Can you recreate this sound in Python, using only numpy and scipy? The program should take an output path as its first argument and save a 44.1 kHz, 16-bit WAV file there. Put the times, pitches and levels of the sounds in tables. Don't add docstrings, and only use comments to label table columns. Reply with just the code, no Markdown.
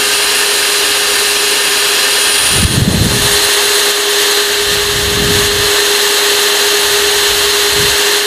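import sys
import numpy as np
from scipy.fft import rfft, irfft, next_fast_len
from scipy.io import wavfile
from scipy.ndimage import uniform_filter1d, minimum_filter1d, map_coordinates

SR = 44100
rng = np.random.default_rng(int(sys.argv[2]) if len(sys.argv) > 2 else 0)


def unload_wav(signal):
    wavfile.write(
        sys.argv[1],
        SR,
        np.round(np.clip(np.atleast_2d(signal).T, -1, 1) * 32767).astype(np.int16),
    )


N = 364442

# shaft_order, beside_db, behind_db, throb_db
GEAR_TONES = [(2, -32, -24, 0), (2.204, -27, -20, 0), (3, -14.5, -16, 0), (3.527, -21, -21, 0),
              (4, -17, -19, 0), (10, -6, -4.3, -1), (16, -16, -10.5, 2)]
# freq_hz, relative_density_db
HISS_SPECTRUM_BESIDE = [(10, -45), (30, -17), (170, -18.0), (320, -6), (700, -5.5), (1400, -5),
                        (3000, -4.5), (4400, 0.5), (5400, -4.5), (9000, -7.5), (13300, -11.5),
                        (15000, -23.5)]
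HISS_SPECTRUM_BEHIND = [(10, -45), (30, -20), (170, -22.3), (320, -11), (700, -10.5), (1400, -9),
                        (3000, -0.5), (4400, -5.5), (5400, -10), (9000, -9.5), (13300, -18.5),
                        (15000, -24.5)]
# centre_hz, width_hz, gain_db
RESONANCES_BESIDE = [(350, 40, -4.0), (390, 20, 5.0), (440, 20, 5.7), (470, 20, -5.0), (510, 20, 5.7),
                     (580, 40, -3.9), (690, 40, -5.0), (1040, 90, 2.3), (1580, 120, 4.0), (1790, 60, 4.9),
                     (1850, 460, 5.5), (1930, 140, -7.7), (2340, 120, -2.3), (2790, 600, 7.4),
                     (4300, 300, -4.3), (5220, 170, -2.3), (6320, 600, -3.6), (6730, 180, 3.4),
                     (7730, 260, -2.9), (8780, 290, -3.6), (9220, 170, -2.9), (9930, 340, 2.1),
                     (10750, 220, -2.9), (11720, 600, -2.5), (12800, 300, -3.6)]
RESONANCES_BEHIND = [(310, 20, 4.2), (400, 20, 3.3), (440, 30, 7.6), (510, 30, 6.4), (640, 40, 2.9),
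                     (870, 90, 2.7), (1090, 160, 2.7), (1560, 90, 3.7), (1770, 240, 5.5), (2390, 600, -6.0),
                     (2410, 100, -6.0), (2960, 120, -5.7), (3290, 170, -4.0), (4310, 110, 2.7),
                     (4960, 180, -4.2), (7140, 170, -6.2), (7320, 110, 2.2), (7850, 160, 2.0),
                     (8530, 490, -7.1), (9410, 600, -5.4), (10040, 150, -3.6), (10380, 130, 2.7),
                     (10760, 480, -2.6), (12250, 410, 3.8), (13250, 600, 4.8)]
# freq_hz, relative_density_db
EDDY_SPECTRUM = [(12, -35), (30, -7), (60, 1.5), (100, -0.5), (140, -9), (200, -20), (400, -40), (900, -70)]
FLUTTER_SPECTRUM = [(15, -40), (40, -14), (70, -4.5), (120, -2), (200, -8), (320, -14.5), (500, -22.5),
                    (900, -33), (2500, -85)]
# peak_s, flow_db, half_width_s
DRAUGHT_GUSTS = [(1.1, -42, .3), (2.44, -29, .025), (2.58, -19.5, .08), (2.93, -8.3, .28), (3.45, -31, .05),
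                 (4.72, -26.5, .12), (5.22, -21, .43), (5.28, -17.5, .11), (5.6, -25.5, .11),
                 (6.91, -29, .07), (7.33, -31.5, .34), (7.83, -23, 0.1)]
# start_s, envelope_peak_db, pitch_hz
MIC_BUFFETS = [(2.598, -10, 90), (2.626, -1, 190), (2.648, 7, 90), (2.776, 8.5, 130), (2.818, 11, 110),
               (2.875, 10, 190), (3.01, 5.5, 110)]
# start_s, length_s, drop_db
BIT_SLIPS = [(3.89, 0.19, 2.7), (4.4, .26, 2.6), (4.74, .48, 3.0), (5.46, .08, 3.2), (8.172, .1, 3)]
# start_s, length_s
LOOSEN, LIFT, LAND, PRESS = (1.68, .3), (2.02, .44), (2.6, .22), (3.44, .89)


def amp(db):
    return 10 ** (np.asarray(db) / 20)


def unit(x):
    return x / np.sqrt(np.mean(x ** 2) + 1e-20)


def ramp(start_s, length_s):
    return np.clip((np.arange(N) / SR - start_s) / length_s, 0, 1)


def swell(peak_s, half_width_s):
    return np.exp(-((np.arange(N) / SR - peak_s) / half_width_s) ** 2)


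def drift(rate_hz):
    knots = rng.standard_normal(8192)
    return map_coordinates(knots, [np.arange(N) * rate_hz / SR], mode="mirror")


def filtered(x, response):
    size = next_fast_len(N + SR // 4)
    return irfft(rfft(x, size) * response(np.fft.rfftfreq(size, 1 / SR)), size)[..., :N]


def coloured(x, spectrum, resonances=()):
    def response(hz):
        freq_hz, density_db = np.transpose(spectrum)
        broad_db = np.interp(np.log(hz + 1), np.log(freq_hz + 1), density_db)
        bells_db = sum(db * .5 ** ((2 * (hz - centre) / width) ** 2) for centre, width, db in resonances)
        return amp(broad_db + bells_db)
    return unit(filtered(x, response))


def tone(angle_rad, rough):
    return unit((1 + rough * drift(120)) * np.sin(angle_rad + rough * drift(120)))


def rotation(wobble, shaft_hz=410.3, gear_ratio=42, true_sway=.0039, wobble_sway=.0024):
    chuck = 2 * np.pi * (np.arange(N) / SR * shaft_hz / gear_ratio - .17) + .15 * drift(6)
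    sway = true_sway + wobble_sway * wobble
    speed_hz = shaft_hz * (1 + sway * np.cos(chuck) + .0009 * drift(90))
    return 2 * np.pi * np.cumsum(speed_hz) / SR, chuck


def hum(shaft, chuck, behind, slip_db, beside_db=-23.8, lift_db=-10, behind_db=-21.5, press_db=2.4):
    before_db = beside_db + lift_db * ramp(*LIFT) ** 2
    landed_db = behind_db + press_db * ramp(*PRESS)
    hand_db = (1 - behind) * before_db + behind * landed_db
    throb_db = -1.5 * np.sin(chuck) + .3 * np.cos(2 * chuck) + 1.2 * drift(15) + .7 * drift(4)
    return amp(hand_db - .6 * slip_db + throb_db) * tone(shaft, rough=.088)


def whine(shaft, chuck, behind, slip_db, wobble, order=23,
          beside_db=-22.8, loosen_db=-3, lift_db=10, behind_db=-20.3, press_db=-6.3):
    before_db = beside_db + loosen_db * ramp(*LOOSEN) + lift_db * np.sqrt(ramp(*LIFT))
    landed_db = behind_db + press_db * ramp(*PRESS)
    hand_db = (1 - behind) * before_db + behind * landed_db
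    rocking = behind * (1 - ramp(*PRESS))
    once_db = 3.5 * wobble - 3 * rocking - 1
    twice_db = 5.8 * wobble - .5
    throb = amp(once_db * np.cos(chuck) + twice_db * np.cos(2 * chuck) + 1.2 * drift(25))
    throb /= np.sqrt(uniform_filter1d(throb ** 2, size=SR // 5))
    return amp(hand_db - 1.3 * slip_db) * throb * tone(order * shaft, rough=.16)


def gears(shaft, chuck, behind, load_db):
    sound = np.zeros(N)
    for order, beside_db, behind_db, throb_db in GEAR_TONES:
        hand_db = (1 - behind) * beside_db + behind * behind_db
        order_db = hand_db + throb_db * np.cos(chuck) + .73 * drift(18)
        sound += amp(order_db) * tone(order * shaft, rough=.24)
    return amp(load_db) * sound


def gear_ring(shaft, order=8, beside_db=-29.2, loosen_db=6.2, behind_db=-38.5, damp_s=.15):
    damped = ramp(sum(LAND), damp_s)
    gain = (1 - damped) * amp(beside_db + loosen_db * ramp(*LOOSEN)) + damped * amp(behind_db)
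    return gain * amp(drift(16)) * tone(order * shaft, rough=.12)


def grit(shaft, chips_per_s=6000, chip_share=.22):
    chips = (rng.random(N) < chips_per_s / SR) * rng.standard_normal(N)
    air = rng.standard_normal(N) * (1 + .04 * np.cos(shaft))
    return np.sqrt(chip_share) * unit(chips) + np.sqrt(1 - chip_share) * air


def grinding(shaft, chuck, behind, load_db, slip_db, beside_db=5, behind_db=5.5, split_hz=4400):
    scrape = grit(shaft)
    hand_beside = amp(beside_db) * coloured(scrape, HISS_SPECTRUM_BESIDE, RESONANCES_BESIDE)
    hand_behind = amp(behind_db) * coloured(scrape, HISS_SPECTRUM_BEHIND, RESONANCES_BEHIND)
    sound = (1 - behind) * hand_beside + behind * hand_behind
    body = filtered(sound, lambda hz: 1 / (1 + (hz / split_hz) ** 8))
    hiss = sound - body
    body_db = .6 + .6 * ramp(*PRESS) + .2 * slip_db
    rub_db = .5 * (1 - behind) * np.cos(chuck) - .3 * np.cos(2 * chuck) + .22 * drift(30)
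    hiss_db = .17 * np.cos(chuck) + .44 * drift(34)
    return amp(load_db) * (amp(body_db + rub_db) * body + amp(hiss_db) * hiss)


def draught(calm_db=-50, eddy_db=-2.6, flutter_db=1.5, strong_db=-22.5, blend_db=3.2,
            tear_db=8, tear_hz=260):
    gust_power = sum((amp(db) * swell(peak_s, width_s)) ** 2 for peak_s, db, width_s in DRAUGHT_GUSTS)
    flow_db = 10 * np.log10(amp(calm_db) ** 2 + gust_power)
    strong = 1 / (1 + np.exp((strong_db - flow_db) / blend_db))
    eddies = amp(eddy_db) * coloured(rng.standard_normal(N), EDDY_SPECTRUM)
    flutter = amp(flutter_db) * coloured(rng.standard_normal(N), FLUTTER_SPECTRUM)
    tearing = amp(flow_db + tear_db) * filtered(flutter, lambda hz: 1 - 1 / (1 + (hz / tear_hz) ** 4))
    turbulence = np.sqrt(1 - strong) * eddies + np.sqrt(strong) * (flutter + tearing)
    return amp(flow_db + 1.5 * drift(30)) * turbulence


def buffets(rise_s=.004):
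    sound = np.zeros(N)
    age_s = np.arange(SR // 10) / SR
    envelope = age_s / rise_s * np.exp(1 - age_s / rise_s)
    for start_s, peak_db, pitch_hz in MIC_BUFFETS:
        push = amp(peak_db) * envelope * np.sin(2 * np.pi * pitch_hz * age_s)
        sound[round(start_s * SR):][:len(push)] += push
    return sound


def ducked(x, bass_hz=400, threshold_db=-.2, recovery_db_per_s=21):
    bass = filtered(x.mean(axis=0), lambda hz: 1 / (1 + (hz / bass_hz) ** 4))
    over_db = np.maximum(20 * np.log10(np.abs(bass) + 1e-9) - threshold_db, 0)
    regained_db = recovery_db_per_s * np.arange(N) / SR
    cut_db = np.maximum.accumulate(over_db + regained_db) - regained_db
    return x * amp(uniform_filter1d(minimum_filter1d(-cut_db, size=301), size=301))


def limited(x):
    needed_gain = 1 / np.maximum(np.abs(x).max(axis=0), 1)
    return x * uniform_filter1d(minimum_filter1d(needed_gain, size=301), size=301)


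def slipping(attack_s=.041, release_s=.13):
    return sum(drop_db * (ramp(start_s, attack_s) - ramp(start_s + length_s, release_s))
               for start_s, length_s, drop_db in BIT_SLIPS)


def scene(base_db=-17.7, loosen_db=.9, press_db=-1.1):
    behind = ramp(*LAND)
    slip_db = slipping()
    wobble = swell(peak_s=4.23, half_width_s=.54)
    shaft, chuck = rotation(wobble)
    load_db = base_db + loosen_db * ramp(*LOOSEN) + press_db * ramp(*PRESS) - slip_db
    motor = hum(shaft, chuck, behind, slip_db) + whine(shaft, chuck, behind, slip_db, wobble)
    gearbox = gears(shaft, chuck, behind, load_db) + gear_ring(shaft)
    mono = motor + gearbox + grinding(shaft, chuck, behind, load_db, slip_db) + draught() + buffets()
    return np.array([mono, mono])


def record(dry, top_hz=15200):
    return filtered(limited(ducked(dry)), lambda hz: 1 / np.sqrt(1 + (hz / top_hz) ** 300))


dry = scene()
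out = record(dry)
unload_wav(out)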